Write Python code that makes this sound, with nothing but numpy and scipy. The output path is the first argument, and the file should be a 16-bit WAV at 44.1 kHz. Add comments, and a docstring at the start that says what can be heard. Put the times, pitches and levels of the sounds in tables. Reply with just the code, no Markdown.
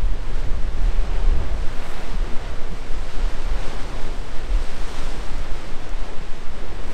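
"""On a low rocky cliff top, in a strong wind, with surf washing along the rocks below.
Churning clouds of bubbles roar, breaking water and falling spray hiss, and now and then
a wave traps air in a rock hollow with a thud. Eddies (swirls of air) buffet the microphone,
and dry scrub beside it rustles and ticks."""
import sys
import numpy as np
from scipy import signal
from scipy.fft import rfft, irfft, next_fast_len
from scipy.io import wavfile
from scipy.ndimage import uniform_filter1d

SR = 44100
rng = np.random.default_rng(int(sys.argv[2]) if len(sys.argv) > 2 else 0)


def generate_wav(sig):
    """Save sig (samples, or channels by samples) to the path in sys.argv[1] as 16-bit PCM at SR."""
    pcm = np.round(np.clip(np.atleast_2d(sig).T, -1, 1) * 32767).astype(np.int16)
    wavfile.write(sys.argv[1], SR, pcm)


N = 305613
T = np.arange(N) / SR


def undb(db):
    """Turn decibels into a gain to multiply by."""
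    return 10 ** (np.asarray(db) / 20)


def unit(x):
    """Scale a signal to an average strength (rms) of 1."""
    return x / np.sqrt(np.mean(x ** 2))


def colour(x, spectrum):
    """Shape the bass and treble of x along a curve of (f/Hz, level/dB) points."""
    size = next_fast_len(N + SR // 2)
    hz, db = np.transpose(spectrum)
    f = np.maximum(np.arange(size // 2 + 1) * SR / size, 0.5)
    gain = undb(np.interp(np.log(f), np.log(hz), db))
    return irfft(rfft(x, size) * gain, size)[:N]


def wander(per_second):
    """A smooth random wobble that heads for a new value per_second times a second."""
    hold = max(int(SR / per_second), 2)
    steps = np.repeat(rng.standard_normal(N // hold + 2), hold)
    steps = steps[rng.integers(hold):][:N]
    return unit(uniform_filter1d(uniform_filter1d(steps, hold), hold))


def grains(per_second, spread_db):
    """A shower of tiny impacts of random strength."""
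    hits = (rng.random(N) < per_second / SR) * rng.standard_normal(N)
    return unit(hits * undb(spread_db * np.minimum(rng.exponential(size=N), 4)))


def swell(s, rise_s, fall_s):
    """A gain that grows to 1 at time s and dies away again."""
    return np.exp(-np.abs(T - s) / np.where(T < s, rise_s, fall_s))


def scrub(rustle_db=4, stir_db=-78, tick_s=.003, tick_db=-5):
    """Dry twigs stir faintly and brush each other in a gust; single ones tick."""
    # bursts of rustling: t/s, build-up/s, die-away/s, relative level/dB
    rustles = [(1.9, 0.11, 0.11, -60), (6.93, .05, .14, -62)]
    # single twigs ticking: t/s, relative level/dB
    ticks = [(.459, -46), (.745, -48), (.882, -43), (3.895, -38), (5.381, -33), (5.392, -38), (5.892, -36),
             (6.055, -42)]
    # tone of the rustle: f/Hz, level/dB
    rustle_tone = [(1500, -25), (4000, -6), (8000, 9.5), (11000, 3.5), (15500, -3)]
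    # tone of a tick: f/Hz, level/dB
    tick_tone = [(1500, -20), (4000, -1), (6500, 6), (8500, -2), (11000, -9), (15500, -15)]
    brushing = undb(stir_db) + sum(undb(db) * swell(s, rise, fall) for s, rise, fall, db in rustles)
    rustle = grains(per_second=5000, spread_db=-3.0) * undb(rustle_db) * brushing
    taps = sum(undb(db + tick_db) * (T >= s) * np.exp(-np.abs(T - s) / tick_s) for s, db in ticks)
    return colour(rustle, rustle_tone) + colour(taps * rng.standard_normal(N), tick_tone)


def eddies(spectrum, span_s):
    """Swirling air pushes at random, its strength kept even over span_s seconds."""
    pressure = colour(rng.standard_normal(N), spectrum)
    size = max(int(span_s * SR), 2)
    power = uniform_filter1d(uniform_filter1d(pressure ** 2, size), size)
    return pressure / np.sqrt(power + 1e-12)


def gusting(breeze_flutter_db=-10):
    """Gains of deep buffeting and finer flutter: short gusts ride on the breeze."""
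    # the wind between gusts: t/s, level/dB
    breeze = [(0, -25.5), (1.6, -23), (1.8, -35), (4.5, -28.5), (5.4, -31.5), (5.75, -40.5), (6.93, -32.5)]
    # gusts hitting the microphone: t/s, half length/s, buffeting/dB, flutter/dB
    gusts = [(0.077, .05, -15, -41), (0.555, 0.19, -22.5, -32.5), (0.865, 0.054, -16, -27.5),
             (1.04, 0.088, -17, -39), (1.29, 0.087, -12.5, -41), (1.367, 0.072, -32, -21.5),
             (2.19, 0.087, -19, -40), (2.484, 0.096, -29, -36), (2.968, 0.088, -30, -34.5),
             (3.24, 0.048, -17.5, -47), (3.518, 0.057, -16.5, -44), (4.576, 0.1, -17, -35),
             (5.364, 0.061, -30, -33), (5.52, .04, -25, -38), (5.975, 0.077, -24.5, -55),
             (6.707, .05, -30, -39)]
    times, breeze_db = np.transpose(breeze)
    buffet = undb(np.interp(T, times, breeze_db))
    flutter = buffet * undb(breeze_flutter_db)
    for s, half_s, buffet_db, flutter_db in gusts:
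        gust = np.exp(-((T - s) / half_s) ** 2)
        buffet = np.hypot(buffet, undb(buffet_db) * gust)
        flutter = np.hypot(flutter, undb(flutter_db) * gust)
    return buffet, flutter


def wind(sway_db=-15.0, unrest_db=1.5):
    """Large eddies sway the air pressure; gusts shed smaller ones that rumble on the microphone."""
    # tone of the deep buffeting: f/Hz, relative level/dB
    buffet_tone = [(8, -9.5), (18, 2), (30, 8.5), (46, -6.5), (65, -18), (120, -42.5), (600, -87)]
    # tone of the finer flutter: f/Hz, relative level/dB
    flutter_tone = [(20, -20), (50, 2), (68, 0.5), (100, -10), (200, -21), (500, -36.5), (2000, -75)]
    # the slow sway, mostly too low to hear: f/Hz, relative level/dB
    sway_tone = [(1, 5.5), (4, 5.5), (9, 5.5), (14, 0.5), (22, -15), (40, -30), (100, -62), (300, -100)]
    buffet_gain, flutter_gain = gusting()
    buffet = buffet_gain * eddies(buffet_tone, span_s=0.073)
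    flutter = flutter_gain * eddies(flutter_tone, span_s=0.066)
    sway = undb(sway_db) * eddies(sway_tone, span_s=0.21)
    return sway + (buffet + flutter) * undb(unrest_db * wander(per_second=18))


def hollows(width_s=0.012, roughness=0.51):
    """Air trapped by a wave in a rock hollow swells into a short low note."""
    # water slapping into hollows: t/s, f/Hz, peak level/dB
    thuds = [(2.15, 178.6, -29.5), (2.725, 177.2, -30)]
    out = 0
    for s, hz, db in thuds:
        note = np.sin(2 * np.pi * hz * T + roughness * wander(per_second=60))
        out = out + undb(db) * np.exp(-((T - s) / width_s) ** 2) * note
    return out


def churn(x, depth_db, per_second):
    """Bubble clouds of each size swell and collapse on their own, so every octave flutters."""
    out, rest = 0, x
    for edge_hz in 150 * 2 ** np.arange(7):
        band = signal.sosfiltfilt(signal.butter(2, edge_hz, fs=SR, output="sos"), rest)
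        out = out + band * undb(depth_db * wander(per_second))
        rest = rest - band
    return unit(out + rest)


def breaking(roar_linger=1.03):
    """Gains of roar, wash and spray: each breaking wave adds its power to the restless sea."""
    # the sea between waves, in relative levels: roar/dB, wash/dB, spray/dB
    sea_db = (-43, -45.5, -57)
    # waves on the rocks: crest t/s, build-up/s, die-away/s, then relative roar/dB, wash/dB, spray/dB
    breakers = [(.38, .16, 0.27, -41.5, -46, -56.5), (.85, 0.11, 0.49, -44, -45, -56),
                (1.15, 0.22, 0.98, -39.5, -46, -64), (1.98, 0.63, 0.32, -43, -41.5, -52.5),
                (2.25, .25, 1.0, -43, -47, -58), (3.25, 0.78, 0.78, -55, -44, -52),
                (3.68, 0.37, 0.34, -39, -41.5, -51), (4.0, 0.28, 0.57, -42, -44, -53),
                (4.98, 0.47, 0.37, -42, -40, -46), (5.6, 0.67, 0.78, -44, -44.5, -54.5),
                (6.08, 0.21, .4, -46.5, -48.5, -61), (6.9, 0.37, .6, -45, -44, -57.5)]
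    roar, wash, spray = undb(sea_db) ** 2
    for s, rise_s, fall_s, roar_db, wash_db, spray_db in breakers:
        wave = swell(s, rise_s, fall_s)
        roar = roar + (undb(roar_db) * swell(s, rise_s, fall_s * roar_linger)) ** 2
        wash = wash + (undb(wash_db) * wave) ** 2
        spray = spray + (undb(spray_db) * wave) ** 2
    return np.sqrt([roar, wash, spray])


def surf(roar_db=1.79, wash_db=1, spray_db=2.0):
    """Big bubble clouds roar, breaking water washes over rock, and drops of spray patter back."""
    # low tone of the bubble clouds: f/Hz, relative level/dB
    roar_tone = [(40, -10), (110, 3.5), (170, 0), (260, -0.5), (420, -0.5), (650, -4), (1000, -12.5),
                 (2000, -31.5), (6000, -60)]
    # middle tone of the washing water: f/Hz, relative level/dB
    wash_tone = [(200, -20), (500, -6.5), (850, 0), (1300, -1.5), (2000, -4.5), (3000, -9), (4000, -13),
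                 (5500, -20), (8000, -26.5), (15500, -66)]
    # high tone of the spray: f/Hz, relative level/dB
    spray_tone = [(1500, -18), (3000, 3), (4200, 1.5), (5500, -0.5), (7000, -5), (8300, -3.5), (9200, -8.5),
                  (10300, -16), (12300, -18), (14000, -21), (15600, -30)]
    roar_gain, wash_gain, spray_gain = breaking()
    bubbles = colour(rng.standard_normal(N), roar_tone)
    roar = roar_gain * churn(bubbles, depth_db=1.6, per_second=14)
    water = colour(grains(per_second=22000, spread_db=0.7), wash_tone)
    wash = wash_gain * churn(water, depth_db=0.93, per_second=18)
    drops = unit(colour(grains(per_second=24000, spread_db=0.6), spray_tone))
    spray = spray_gain * drops * undb(0.72 * wander(per_second=28))
    return undb(roar_db) * roar + undb(wash_db) * wash + undb(spray_db) * spray


def scene():
    """The sea below, with wind and scrub close by, in one channel."""
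    return (surf() + hollows() + wind() + scrub())[None]


def record(dry, top_hz=15700):
    """Cut away the highest treble."""
    return signal.sosfiltfilt(signal.ellip(10, .05, 60, top_hz, fs=SR, output="sos"), dry)


dry = scene()
out = record(dry)
generate_wav(out)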